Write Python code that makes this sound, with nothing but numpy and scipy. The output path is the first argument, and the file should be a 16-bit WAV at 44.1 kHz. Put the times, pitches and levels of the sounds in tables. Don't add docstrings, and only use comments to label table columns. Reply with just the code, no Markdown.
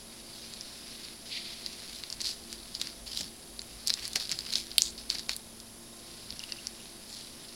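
import sys
import numpy as np
from scipy import signal
from scipy.fft import rfft, irfft, next_fast_len
from scipy.io import wavfile
from scipy.ndimage import uniform_filter1d, map_coordinates

SR = 44100
rng = np.random.default_rng(int(sys.argv[2]) if len(sys.argv) > 2 else 0)


def digitize_waveform(pressure):
    field = np.atleast_2d(pressure).T
    bounded = np.clip(field, -1, 1)
    quanta = np.round(bounded * 32767).astype(np.int16)
    wavfile.write(sys.argv[1], SR, quanta)


N = 332955

# time in seconds, level in dB, share of grit from 0 to 1.
TURNING = [(0, -56.5, 0.2), (.25, -56.5, .1), (.33, -51, 0), (1.05, -49, 0.2), (1.19, -56, .1),
           (1.36, -50.5, 0.04), (1.96, -47.5, 0.4), (2.42, -53.5, .35), (2.7, -53.5, 0.35),
           (3.0, -57.5, 0.2), (3.52, -59.5, 0.1), (3.98, -48.5, 0.3), (4.42, -48, 0.57), (5.47, -60.5, 0.5),
           (5.82, -61.5, 0), (6.12, -53, 0), (6.9, -53.5, 0.33), (7.55, -52, 0.25)]
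# start in seconds, length in seconds, bright level in dB, dull level in dB.
SWISHES = [(.12, 0.083, -56, -61), (0.332, 0.09, -52, -70), (0.865, 0.058, -51, -69),
           (0.995, .05, -48.5, -62), (1.251, 0.031, -45.5, -57), (1.81, 0.043, -53, -55),
           (1.925, 0.055, -42.5, -63), (2.199, 0.011, -35.5, -52), (2.235, .068, -36, -50.5),
           (2.494, 0.052, -46, -64), (2.738, 0.017, -44, -62), (2.795, 0.085, -44, -51.5),
           (3.06, 0.022, -42, -50), (3.107, 0.15, -45, -57), (3.153, 0.04, -37, -62),
           (3.859, 0.043, -41, -53), (3.966, 0.091, -45, -49), (4.193, .035, -36, -49),
           (4.295, 0.03, -38.5, -47), (4.348, 0.017, -43, -63), (4.456, .06, -42.5, -58),
           (4.518, .03, -37, -51), (4.55, 0.032, -32, -53), (4.793, 0.085, -39, -67),
           (4.974, 0.016, -44, -56), (5.092, 0.079, -42.5, -50), (5.181, .016, -41.5, -58),
           (5.283, 0.043, -39.5, -48), (6.055, 0.099, -53.5, -70), (6.393, 0.26, -56, -56),
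           (7.072, 0.17, -49, -67)]
# start in seconds, length in seconds, level in dB.
SWEEPS = [(.4, 0.19, -57), (.81, 0.27, -54), (1.295, 0.062, -37.5), (1.46, .3, -55), (7.06, 0.26, -61)]
# start in seconds, level in dB, rise time in seconds.
CLAW_SKIDS = [(2.25, -48, 0.025), (3.17, -47, 0.017), (4.02, -52, .02), (4.555, -57, 0.012),
              (4.823, -39.5, 0.021), (7.08, -55, 0.035)]
PAW_SCUFFS = [(2.812, -39, 0.0032), (3.207, -34, 0.0025), (3.898, -36, 0.0038), (4.1535, -26, 0.007),
              (4.318, -37, 0.0046), (4.553, -39, 0.0093), (5.148, -33, 0.0014), (5.292, -41, 0.003)]
BODY_BUMPS = [(3.198, -46.5, .02), (4.15, -49.5, 0.0091), (4.31, -52, 0.018), (6.320, -43, .005)]
# start in seconds, relative level in dB, pitch in Hz,
# then the knock, the edge and the snap, each in dB compared with the ring at that pitch.
CLICKS = [(0.5377, -24.5, 4470, -8, -2, -20), (0.6102, -20.5, 5500, -38, -22, -24),
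          (1.0852, -29, 4400, -3, -10, -20), (1.6625, -14.5, 4640, -22, -19, -20),
          (2.0369, -18.5, 4260, -10, -18, -22), (2.1017, -19, 4700, -17, -7, -14),
          (2.1266, -16.5, 4770, -14, -4, -30), (2.2045, -22, 4280, -7, -12, -26),
          (2.2157, -18, 5130, -9, 4, -7), (2.2451, -21, 4540, -18, -12, -16),
          (2.2638, -17, 4400, -30, -25, -25), (2.5284, -19.5, 4930, -9, -5, -10),
          (2.751, -16, 4750, -27, -26, -19), (2.8152, -11, 4220, -13, -9.5, -16),
          (2.8719, -21, 4830, -9, -12, -12), (3.1736, -14.5, 4470, -28, -14, -13),
          (3.2097, -19, 4740, -8, -1, -6), (3.5932, -18, 4480, -15, -14, -27),
          (3.6178, -25, 4580, -3, 1, -23), (3.8737, -8, 5060, -35, -19, -7.5),
          (3.881, -11.5, 4200, -20, 0, -9), (3.8967, -12, 4830, -17, -19, -16),
          (3.9032, -6, 4470, -13, -23, -15), (3.9393, -9, 4470, -35, -6, -20),
          (4.0539, -16.5, 4700, -25, -15, -15), (4.079, -20, 4930, -12, -30, 5),
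          (4.1331, -20, 4300, -26, -3, -7), (4.1586, -7.5, 4770, -8, -17, -13),
          (4.2941, -17, 4500, -15, -7, -14), (4.3159, -11.5, 4660, -8, 0, -13),
          (4.3218, -12.5, 5040, -17, -18, -26), (4.3273, -19.5, 4400, -4, -14, -27),
          (4.3897, -15, 4340, -14, -5.5, -15), (4.4675, -27, 3180, -2, -9, -13),
          (4.528, -18.5, 4120, -7, -2, -7), (4.5368, -12, 4580, -16, -14, -23),
          (4.556, -5.5, 4600, -20, -19, -29), (4.7159, -21, 4360, -24, -18, -26),
          (4.7821, 2, 4120, -21, -32, -7.5), (4.8204, -2, 4860, -20.5, -0.5, -13),
          (5.1018, -7, 4580, -18.5, -9.5, -21), (5.1106, -20.5, 4230, -6, -9, -11),
          (5.154, -18.5, 4830, -4, -20, -21), (5.185, -19.5, 4690, -18, -14, -14),
          (5.1944, -20, 4750, -12, -8, -30), (5.294, -9.5, 4700, -4, -12, -18),
          (5.3651, -18, 4480, -18, -22, 8), (5.6019, -27, 4710, -22, -9, -12),
          (6.3055, -18.5, 4570, -19, -19, -25), (6.325, -26.5, 3930, -8, -20, -11),
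          (6.3938, -20.5, 4840, -20, -14, -14), (6.4384, -23.5, 4380, -18, -10, -7),
          (6.5221, -15, 4800, -12, -16, -23), (6.6704, -14, 5200, -14, -9, -14),
          (6.857, -31, 4300, -3, -14, -14)]
# start in seconds, level in dB, pitch in Hz, rise in seconds.
SQUEAKS = [(6.401, -38, 2850, .0015), (6.435, -35, 2880, .0022), (6.485, -48, 2850, .008),
           (6.521, -34.5, 2750, .002), (6.584, -42.5, 2780, .004), (6.80, -48, 2850, .003)]
# time in seconds, level in dB.
RUMBLE_LEVELS = [(0, -69), (1.3, -73), (1.8, -61), (3.9, -57.5), (5.2, -58.5), (5.8, -66.5), (7.55, -71)]

# frequency in Hz, relative strength in dB.
FUR_COLOUR = [(900, -50), (1800, -24), (2800, -14), (3600, -6), (4500, 0), (5200, -3), (6200, -12),
              (8000, -16), (10300, -17), (12500, -25), (15500, -31)]
SCRAPE_COLOUR = [(200, -35), (500, -24), (1000, -6.5), (1600, -3.5), (2200, -1), (3000, 0), (4500, -2.5),
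                 (7000, -20.5)]
SWEEP_COLOUR = [(1300, -36), (1750, -12), (2050, 0.5), (2700, 0), (3700, 6), (4800, 7), (5600, -7),
                (9000, -19), (12000, -40)]
SLAP_COLOUR = [(150, -27), (400, -5.5), (750, -0.5), (1150, -17.5), (1600, -2), (2200, -3), (3400, -5),
               (4600, 8.5), (6200, -1), (9500, -10), (12500, -18), (15500, -27)]
KNOCK_COLOUR = [(100, -26), (450, -15), (900, -12), (1400, -6), (2100, 0), (3000, 0), (4500, -10),
                (8000, -45)]
EDGE_COLOUR = [(3000, -30), (5000, -3), (6300, 10.5), (7500, 8.5), (9000, 1), (12000, -40), (16000, -25)]
SNAP_COLOUR = [(3000, -53), (6000, -9), (8000, 4), (9800, 6), (11500, 2), (13500, -5), (16000, -10),
               (18000, -32)]
THUD_COLOUR = [(40, -28), (100, 0.5), (170, -6), (280, -2), (450, -23), (1000, -37)]
RUMBLE_COLOUR = [(20, -30), (38, -4.5), (49, 2), (62, -7), (90, -14.5), (180, -38)]
AIR_COLOUR = [(20, -0.5), (48, -2.5), (66, -6), (130, -6), (240, -2), (330, -7), (650, -9), (1200, -15),
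              (2500, -17.5), (6000, -27.5)]
HISS_COLOUR = [(500, -36), (2000, -17.5), (3200, -3), (4000, -5), (4900, 2.5), (5800, -0.5), (6700, -3.5),
               (8200, -5), (9300, 0), (10200, 7), (11000, -0.5), (12300, -8.5), (14000, -15), (15800, -42)]

# frequency in Hz, seconds it takes to fade by 60 dB.
ECHO_TIMES = [(200, 1), (2000, 0.25), (5000, 0.17), (12000, 0.35)]
# pitch in Hz, average level in dB.
HUM_TONES = [(49.8, -69.5), (115.5, -69), (170, -78), (203, -76), (226.5, -72), (229.5, -62), (259, -73),
             (294.3, -76), (339.6, -68.5), (343, -65), (392.4, -69.5), (509.8, -75), (575.2, -75.5),
             (679.5, -70), (1056, -75.5)]
# centre in Hz, width in Hz, average level in dB.
WHINE_BANDS = [(3770, 130, -65.5), (7540, 150, -68)]
# pitch in Hz, level in dB.
THIN_TONES = [(3433, -77), (9524, -74)]


def fur(drag_db=-6.5, swish_grit=0.49):
    turning, swishes = np.array(TURNING), np.array(SWISHES)
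    glide_db, glide_grit = curve(turning[:, [0, 1]]), curve(turning[:, [0, 2]])
    bright_swish = held_swells(swishes[:, [0, 1, 2]], attack_s=0.0071, fade_db_per_s=337)
    dull_swish = held_swells(swishes[:, [0, 1, 3]], attack_s=0.0071, fade_db_per_s=337)
    level = np.hypot(amp(glide_db), bright_swish)
    swish_share = (bright_swish / level) ** 2
    grit = np.clip(glide_grit + (swish_grit - glide_grit) * swish_share, 0, 1)
    flutter = amp(.6 * wobble(14) + 1.3 * wobble(90))
    glide = level * shifting_colour(rub(FUR_COLOUR, grit), depth_db=1.9)
    drag = np.hypot(amp(glide_db + drag_db), dull_swish) * rub(SCRAPE_COLOUR, grit)
    sweep = held_swells(SWEEPS, attack_s=0.031, fade_db_per_s=69) * noise(SWEEP_COLOUR)
    skids = swells(CLAW_SKIDS) * rub(EDGE_COLOUR, grit)
    scuffs = swells(PAW_SCUFFS) * noise(SLAP_COLOUR)
    return flutter * (glide + drag + sweep + skids + scuffs)


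def rub(colour, grit):
    return np.sqrt(1 - grit) * noise(colour) + np.sqrt(grit) * grains(colour)


def grains(colour, per_second=230, spread_db=5.5):
    sizes = amp(spread_db * np.minimum(rng.standard_normal(N), 2)) * rng.choice([-1, 1], N)
    hits = sizes * (rng.random(N) < per_second / SR)
    return unit(signal.fftconvolve(hits, impulse(shape(colour)))[:N])


def shifting_colour(x, depth_db, size=512):
    bands = signal.stft(x, nperseg=size)[2]
    patches = uniform_filter1d(rng.standard_normal(bands.shape), size=7, axis=0)
    patches = uniform_filter1d(patches, size=14, axis=1)
    return unit(signal.istft(bands * amp(depth_db * unit(patches)), nperseg=size)[1][:N])


def clicks(boost_db=8, ring_width_hz=805, chatter_db=-6, board_db=-13, size=1024):
    track, freqs = np.zeros(N), np.fft.rfftfreq(size, 1 / SR)
    for start, db, hz, knock_db, edge_db, snap_db in CLICKS:
        ring = unit((1 + ((freqs - hz) / ring_width_hz) ** 4) ** -.75)
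        knock = amp(knock_db) * shape(KNOCK_COLOUR)
        edge = amp(edge_db) * shape(EDGE_COLOUR)
        snap = amp(snap_db) * shape(SNAP_COLOUR)
        contact = impulse(np.linalg.norm([ring, knock, edge, snap], axis=0))
        tail = amp(chatter_db) * burst(fade_s=0.011) + amp(board_db) * burst(fade_s=0.077)
        tail[0] = 1
        click = signal.fftconvolve(contact, tail)
        add(track, start, amp(db + boost_db) * click / np.linalg.norm(click))
    return track


def squeaks(waver_radians=0.99):
    t, waver = np.arange(N) / SR, waver_radians * wobble(500)
    return sum(swells([(start, db, rise)]) * np.sin(2 * np.pi * hz * t + waver)
               for start, db, hz, rise in SQUEAKS)


def bumps():
    return swells(BODY_BUMPS) * noise(THUD_COLOUR) + amp(curve(RUMBLE_LEVELS)) * noise(RUMBLE_COLOUR)


def wall_echo(x, delay_s=.006):
    hz, t, bands = signal.stft(rng.standard_normal(SR // 2), SR, nperseg=256)
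    fade = amp(-60 * t / along(ECHO_TIMES, hz)[:, None])
    tail = signal.istft(bands * fade, SR, nperseg=256)[1]
    delayed = np.pad(tail / np.linalg.norm(tail), (round(delay_s * SR), 0))
    return signal.fftconvolve(x, delayed)[:N]


def fan(air_db=-54.5, waver_db=2.0):
    t, hum = np.arange(N) / SR, np.zeros(N)
    for hz, db in HUM_TONES:
        level = amp(db + waver_db * wobble(4))
        phase = 2 * np.pi * (hz * t + rng.random()) + wobble(3.024)
        hum += level * np.sin(phase)
    return np.sqrt(2) * hum + amp(air_db) * noise(AIR_COLOUR)


def camera(hiss_db=-52.5, frames_per_second=30):
    t = np.arange(N) / SR
    pulse = unit((1 + np.cos(2 * np.pi * frames_per_second * t)) ** 2)
    whine = pulse * sum(amp(db) * narrow_noise(hz, width) for hz, width, db in WHINE_BANDS)
    tones = np.sqrt(2) * sum(amp(db) * np.sin(2 * np.pi * hz * t) for hz, db in THIN_TONES)
    return amp(hiss_db) * noise(HISS_COLOUR) + whine + tones


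def held_swells(rows, attack_s, fade_db_per_s):
    t, power = np.arange(2 * SR) / SR, np.zeros(N)
    for start, length, db in rows:
        gain = np.minimum(t / attack_s, 1) * amp(db - fade_db_per_s * np.maximum(t - length, 0))
        add(power, start, gain ** 2)
    return np.sqrt(power)


def swells(rows):
    t, level = np.arange(N) / SR, np.zeros(N)
    for start, db, rise in rows:
        age = np.maximum(t - start, 0) / rise
        level += amp(db) * age * np.exp(1 - age)
    return level


def amp(db):
    return 10 ** (np.asarray(db) / 20)


def unit(x):
    return x / np.sqrt(np.mean(x ** 2) + 1e-20)


def along(points, hz):
    freqs, values = np.transpose(points)
    return np.interp(np.log(hz + 1), np.log(freqs + 1), values)


def curve(rows):
    return np.interp(np.arange(N) / SR, *np.transpose(rows))


def wobble(rate):
    return map_coordinates(rng.standard_normal(int(N * rate / SR) + 4), [np.arange(N) * rate / SR])


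def filtered(x, response):
    size = next_fast_len(N + SR // 2)
    return irfft(rfft(x, size) * response(np.fft.rfftfreq(size, 1 / SR)), size)[:N]


def noise(colour):
    return unit(filtered(rng.standard_normal(N), lambda hz: amp(along(colour, hz))))


def narrow_noise(centre, width):
    return unit(filtered(rng.standard_normal(N), lambda hz: np.exp(-2 * ((hz - centre) / width) ** 2)))


def burst(fade_s):
    t = np.arange(SR // 20) / SR
    return unit(rng.standard_normal(len(t)) * amp(-60 * t / fade_s)) / np.sqrt(len(t))


def shape(colour, size=1024):
    return unit(amp(along(colour, np.fft.rfftfreq(size, 1 / SR))))


def impulse(gains):
    cepstrum = irfft(np.log(gains + 1e-6))
    half = len(cepstrum) // 2
    cepstrum[1:half] *= 2
    cepstrum[half + 1:] = 0
    pulse = irfft(np.exp(rfft(cepstrum)))
    return pulse / np.linalg.norm(pulse)


def add(track, start, x):
    part = track[round(start * SR):][:len(x)]
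    part += x[:len(part)]


def scene():
    cat = fur() + clicks() + squeaks() + bumps()
    mono = cat + amp(-20) * wall_echo(cat) + fan() + camera()
    return np.array([mono, mono])


def record(dry, top_hz=16000):
    return np.array([filtered(side, lambda hz: 1 / np.sqrt(1 + (hz / top_hz) ** 200)) for side in dry])


dry = scene()
out = record(dry)
digitize_waveform(out)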